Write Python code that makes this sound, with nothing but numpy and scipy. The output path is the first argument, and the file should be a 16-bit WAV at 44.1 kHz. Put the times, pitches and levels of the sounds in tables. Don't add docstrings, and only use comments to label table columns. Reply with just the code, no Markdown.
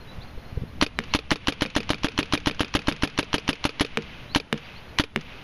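import sys
import numpy as np
from scipy import signal
from scipy.fft import rfft, irfft
from scipy.io import wavfile
from scipy.ndimage import uniform_filter1d

SR = 44100
rng = np.random.default_rng(int(sys.argv[2]) if len(sys.argv) > 2 else 0)


def store_pcm(level_fs):
    pcm = np.round(np.clip(level_fs, -1, 1) * 32767).astype(np.int16)
    wavfile.write(sys.argv[1], SR, np.atleast_2d(pcm).T)


def natural_amplitude(level_db):
    exponent = np.asarray(level_db, float) / 20
    return 10 ** exponent


N = 239639

# frequency in Hz, level in dB per Hz.
FIELD_SPECTRUM = [(60, -31.5), (120, 3.5), (250, -8.5), (500, -7.5), (1000, -11.5), (2000, -14.5),
                  (4000, -19.5), (6000, -21.5), (8000, -21), (10000, -23)]
# frequency in Hz, level in dB per Hz.
WIND_SPECTRUM = [(6, 7.5), (18, -1.5), (30, -11), (60, -1), (120, -8.5), (250, -11), (500, -34.5),
                 (1000, -45)]
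# time in seconds, level in dB.
WIND_LEVEL = [(0.0, -44.5), (0.5, -41.5), (0.75, -36), (1.1, -37), (1.35, -39), (1.7, -37.5), (2.3, -34.5),
              (3.0, -39.5), (3.4, -38), (3.75, -45), (4.1, -38.5), (4.5, -46), (5.43, -43)]
# time in seconds, push in dB, push in Hz, shell knock in dB.
BUFFETS = [
    (.188, -24, 59.6, -54),
    (0.38, -24, 38, -36),
    (0.53, -22, 70.5, -56),
    (0.577, -12.5, 57, -28.5),
    (0.622, -18, 71.4, -39),
    (0.637, -19.5, 110, -34),
]
# frequency in Hz, level in dB per Hz.
TREE_SPECTRUM = [(150, -22), (500, -12), (1300, -6), (1900, -5), (2600, 0), (3400, -5), (6000, -15),
                 (10000, -26)]
# start in seconds, length in seconds, start in Hz, end in Hz, level in dB.
BIRDS = [
    (.07, .055, 3800, 4020, -49),
    (.205, .036, 3300, 4850, -46),
    (.965, .026, 4000, 4001, -51),
    (1.095, .035, 3600, 4700, -46),
    (4.29, .058, 3900, 5000, -44),
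    (4.635, .035, 4500, 5300, -52),
    (4.755, .032, 3850, 4750, -46),
    (4.955, .03, 2000, 2700, -50),
    (.612, .02, 3420, 3520, -57),
]
# start in seconds, level in dB.
CRICKET_PULSES = [(0.003, -50), (.275, -52), (.382, -56), (0.448, -54), (0.487, -55), (.546, -59),
                  (0.679, -55), (4.828, -65), (4.885, -53), (4.958, -63)]
# arrival in seconds, smack in dB, panel thud in dB.
HITS = [(.9888, -12, -11), (1.3144, -10, -7), (1.4851, -20, -11.5), (1.6522, -22.5, -9), (1.7818, -19, -11),
        (1.9331, -15, -14), (2.0687, -19.5, -16), (2.2078, -24, -11), (2.3522, -13.5, -11),
        (2.4972, -19.5, -12.5), (2.632, -18, -15), (2.7692, -18, -9.5), (2.9142, -24, -10.5),
        (3.0502, -24, -11.5), (3.1942, -12.5, -8.5), (3.3472, -33, -10), (3.5055, -22, -12.5),
        (3.6559, -15, -14.5), (3.8149, -19, -11), (3.9728, -11.5, -7), (4.5273, -12, -7), (5.1607, -14, -6)]
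# mode in Hz, level in dB, t60 in seconds.
SMACK_MODES = [(1300, -9, .007), (1800, 0, .007), (2300, 3, .006), (2900, 0, .006), (3600, 0, .005),
               (5300, -3, .004), (6500, -2, .003), (10000, 3, .002), (13000, 4, .002)]
# mode in Hz, level in dB, t60 in seconds.
THUD_MODES = [(121, -21.5, 0.15), (158.4, -0.5, 0.11), (210, 5.5, 0.085), (239.6, -4.5, 0.11),
              (290.4, -4, 0.1), (355, -2, 0.075), (422, 9.5, 0.043), (481, -7, 0.18)]
# frequency in Hz, level in dB per Hz.
SPLAT_SPECTRUM = [(400, -27), (1000, -11), (2000, -1), (3500, -4), (6000, -3), (10000, -10.5), (16000, -31)]
# start in seconds, bolt clack in dB.
SHOTS = [(0.8132, 6.5), (1.1380, 6), (1.3066, 4.5), (1.472, 3.5), (1.6097, 0.5), (1.7527, 1), (1.8928, 2),
         (2.034, 1.5), (2.1779, 3), (2.3246, 4), (2.46, 3), (2.5951, 0.5), (2.74, 1), (2.8722, -1.5),
         (3.0234, 1), (3.1774, 0), (3.3306, 0.5), (3.4791, 1.5), (3.6413, 3), (3.7973, 3), (4.3488, 7),
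         (4.9867, 5.5)]
# mode in Hz, level in dB, t60 in seconds.
CLACK_MODES = [(1037, 1, 0.011), (2072, -5.5, 0.011), (3018, 9, 0.0047), (4140, -1, 0.015),
               (5640, 6, 0.0061), (9450, -8, .01)]
# mode in Hz, level in dB, t60 in seconds.
BARREL_MODES = [(175, 15.5, 0.0048), (288.6, -8, 0.17), (586.6, -13, 0.1), (914, 3, 0.01),
                (1227, -4.5, 0.019)]
# mode in Hz, level in dB, t60 in seconds.
CRACK_MODES = [(1210, 0, 0.0018), (1830, -0.5, 0.0045), (2620, 0.5, 0.0027), (3055, -4, 0.0069),
               (6230, -15, 0.0086), (9800, 2.5, 0.011)]
# mode in Hz, level in dB, t60 in seconds.
RETURN_MODES = [(447, 3.5, 0.037), (1300, -3.5, 0.026), (2464, 10, 0.016), (2870, -15, 0.0049),
                (3740, 6.5, 0.012), (4580, 8.5, 0.013), (5100, 10, 0.0094), (8900, 2, 0.012)]
# frequency in Hz, level in dB per Hz.
GAS_SPECTRUM = [(300, 9), (1000, 5), (2000, 3), (3100, 9.5), (4200, 8), (5200, 4.5), (7000, 5),
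                (10000, 5.5), (13000, 7), (16000, -68)]
# frequency in Hz, gain in dB.
MIC_RESPONSE = [(20, 0), (3000, 0), (5000, -6), (6500, -11), (7300, -22), (8100, -40), (8700, -27),
                (10100, -14), (11500, -24), (14000, -33), (16500, -50)]
# frequency in Hz, level in dB per Hz.
HISS_SPECTRUM = [(3000, -20), (7000, -8), (8200, -14), (9200, -1), (11000, 0), (14900, 0), (15300, -30)]

HISS_DB = -65.5
UNEVEN_DB = 0.98


def evened(x):
    return x / np.sqrt(np.mean(x ** 2) + 1e-20)


def read(points, at):
    f, value = np.transpose(points)
    return np.interp(np.log(at + 1), np.log(f + 1), value)


def add(mix, s, sound):
    part = mix[round(s * SR):][:len(sound)]
    part += sound[:len(part)]


def colour(x, spectrum):
    log_gain = np.log(natural_amplitude(read(spectrum, abs(np.fft.fftfreq(8192, 1 / SR)))))
    taps = np.fft.ifft(np.exp(np.conj(signal.hilbert(log_gain)))).real[:2048]
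    return signal.oaconvolve(x, taps)[:len(x)]


def drift(top_hz):
    hz = np.fft.rfftfreq(N, 1 / SR)
    return evened(irfft(rfft(rng.standard_normal(N)) / (1 + (hz / top_hz) ** 4), N))


def shut(x, shut_s, soft_s):
    t = np.arange(len(x)) / SR
    return x / (1 + np.exp(np.clip((t - shut_s) / soft_s, -50, 50)))


def ring(modes, detune, wobble_db, scatter, rise_s):
    t = np.arange(SR // 4)[:, None] / SR
    hz, db, t60 = np.transpose(modes)
    balance, pitch, phase = rng.standard_normal((3, len(modes)))
    level = natural_amplitude(db + wobble_db * balance - 60 * t / t60)
    partials = level * np.sin(2 * np.pi * hz * (1 + detune * pitch) * t + scatter * phase)
    return partials.sum(1) * (1 - np.exp(-t[:, 0] / rise_s))


def puff(spectrum, rise_s, t60, shut_s, flutter=0, flutter_hz=287):
    t = np.arange(SR // 10) / SR
    noise = evened(colour(rng.standard_normal(len(t)), spectrum))
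    shape = (1 - np.exp(-t / rise_s)) * natural_amplitude(-60 * t / t60)
    shape *= 1 + flutter * np.cos(2 * np.pi * flutter_hz * t + 1.0)
    return shut(noise * shape, shut_s, .0025)


def field(level_db=-46.0):
    wash = evened(colour(rng.standard_normal(N), FIELD_SPECTRUM))
    return natural_amplitude(level_db) * wash * natural_amplitude(1.2 * drift(5.3))


def tree_line(x, start_s, swell_s, t60):
    t = np.arange(SR) / SR
    signs = rng.choice([-1., 1.], SR)
    present = rng.random(SR) < 4000 / SR
    taps = signs * present * natural_amplitude(2.8 * np.minimum(rng.exponential(1, SR), 5))
    late = np.maximum(t - start_s, 0)
    swell = (1 - np.exp(-late / swell_s)) * natural_amplitude(-60 * late / t60)
    tail = colour(taps * swell, TREE_SPECTRUM)
    return signal.fftconvolve(x, tail / np.linalg.norm(tail))[:N]


def wind():
    t = np.arange(N) / SR
    rumble = evened(colour(rng.standard_normal(N), WIND_SPECTRUM) * natural_amplitude(drift(15)))
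    out = rumble * natural_amplitude(np.interp(t, *np.transpose(WIND_LEVEL)))
    for s, db, hz, knock_db in BUFFETS:
        lag = t[:SR // 10] - .02
        push = natural_amplitude(db) * np.cos(2 * np.pi * hz * lag + 1.12) * np.exp(-(hz * lag / 0.2) ** 2)
        knock = natural_amplitude(knock_db) * np.cos(2 * np.pi * 440 * lag) * np.exp(-(lag / 0.0033) ** 2)
        add(out, s - .02, -push - knock)
    return out


def wildlife():
    cricket_hz, pulse_s = 4210, .017
    out = np.zeros(N)
    calls = BIRDS + [(s, pulse_s, cricket_hz, cricket_hz, db) for s, db in CRICKET_PULSES]
    for s, length, start_hz, end_hz, db in calls:
        u = np.linspace(0, 1, round(length * SR))
        bend = 0.9 + 1.5 / (1 + np.exp((3895 - start_hz) / 12))
        hz = start_hz + (end_hz - start_hz) * u ** bend
        waver = natural_amplitude(2.2 * np.sin(2 * np.pi * (70 * u * length + rng.random())))
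        swell = np.sqrt(2 * np.sin(np.pi * u).clip(0))
        add(out, s, natural_amplitude(db) * waver * swell * np.sin(2 * np.pi * np.cumsum(hz) / SR))
    return out + natural_amplitude(-9) * tree_line(out, .004, .008, .09)


def door():
    out, bangs = np.zeros(N), np.zeros(N)
    for s, crack_db, thud_db in HITS:
        echo_db = -2.5 + UNEVEN_DB * rng.standard_normal()
        crack = natural_amplitude(crack_db + 4) * ring(SMACK_MODES, .03, 1, .15, .00004)
        thud = -natural_amplitude(thud_db - 16.5) * ring(THUD_MODES, .03, 1.5, .5, .0012)
        splatter = natural_amplitude(crack_db - 11) * puff(SPLAT_SPECTRUM, .0001, .025, .033)
        add(out, s + 0.00014, crack)
        add(out, s + 0.00045, splatter)
        add(out, s + 0.0013, thud)
        add(out, s + .0144, natural_amplitude(-20) * crack + natural_amplitude(-9) * thud)
        add(out, s + .0488, natural_amplitude(echo_db - 26) * puff(SPLAT_SPECTRUM, 0.00018, 0.032, 0.036))
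        add(bangs, s, np.ones(1))
    wash = tree_line(bangs, .08, .16, .75)
    grass = tree_line(bangs, .003, 0.011, 0.81)
    return out + natural_amplitude(-6.0) * wash + natural_amplitude(-7.5) * grass


def marker():
    out = np.zeros(N)
    for s, clack_db in SHOTS:
        jet_db, return_db = np.array([1, -13.5]) + UNEVEN_DB * rng.standard_normal(2)
        fired, home = s + .0107, s + .0508
        add(out, s - .007, natural_amplitude(-29) * puff(SPLAT_SPECTRUM, 0.0073, 0.11, 0.027))
        add(out, s - .0004, natural_amplitude(clack_db - 14) * ring(CLACK_MODES, .012, 1.2, .25, .0005))
        add(out, s, natural_amplitude(clack_db - 18) * puff(SPLAT_SPECTRUM, 0.00043, 0.036, 0.0076))
        pop = natural_amplitude(-3) * ring(BARREL_MODES, .012, .6, .12, .0014)
        add(out, fired, -.85 * shut(pop, 0.013, 0.00033) - 0.21 * pop)
        add(out, fired + .0009, -natural_amplitude(-3.5) * ring(CRACK_MODES[:-1], .05, 1.2, .3, .0001))
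        jet = puff(GAS_SPECTRUM, 0.0024, 0.094, 0.028, flutter=0.17)
        add(out, fired - .0015, natural_amplitude(jet_db - 8) * jet)
        add(out, fired + .0046, -natural_amplitude(jet_db - 8) * ring(CRACK_MODES, .04, 3, .2, .00006))
        add(out, home, natural_amplitude(return_db - 11) * ring(RETURN_MODES, .012, 1.5, .4, .0004))
        add(out, home, natural_amplitude(return_db - 10) * puff(GAS_SPECTRUM, 0.00073, 0.049, 0.035))
    return out


def scene():
    gun = marker()
    gun_echo = natural_amplitude(-35.0) * tree_line(gun, 0.0059, 0.015, 0.58)
    return (gun + gun_echo + door() + wind() + field() + wildlife())[None]


def limiter(x):
    ceiling, release_s = .52, .18
    loudness = uniform_filter1d(abs(x), size=12)
    over_db = np.maximum(20 * np.log10(1.256 * loudness / ceiling + 1e-9), .01)
    clock = np.arange(N) / SR / release_s
    held_db = np.exp(np.maximum.accumulate(np.log(over_db) + clock) - clock)
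    ducking_db = uniform_filter1d(held_db, size=25, origin=12)
    return np.clip(x / natural_amplitude(ducking_db), -ceiling, ceiling)


def starve(x):
    hz, _, z = signal.stft(x, SR, nperseg=512)
    patch = uniform_filter1d(uniform_filter1d(abs(z) ** 2, size=14, axis=0), size=5, axis=1)
    margin_db = 10 * np.log10(patch * 512 / 1.5 + 1e-20) - HISS_DB + 2.4
    faint = (hz > 11300) | (abs(hz - 8000) < 650)
    keep = .12 + .88 / (1 + np.exp(np.clip(-margin_db / .5, -50, 50)))
    return signal.istft(z * np.where(faint[:, None], keep, 1), SR, nperseg=512)[1][:N]


def band_limit(x):
    return signal.sosfilt(signal.butter(12, 15900, fs=SR, output="sos"), x)


def record(dry):
    hiss = natural_amplitude(HISS_DB) * colour(rng.standard_normal(N), HISS_SPECTRUM)
    x = limiter(colour(dry[0], MIC_RESPONSE) + hiss)
    return band_limit(starve(x)[None])


dry = scene()
out = record(dry)
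store_pcm(out)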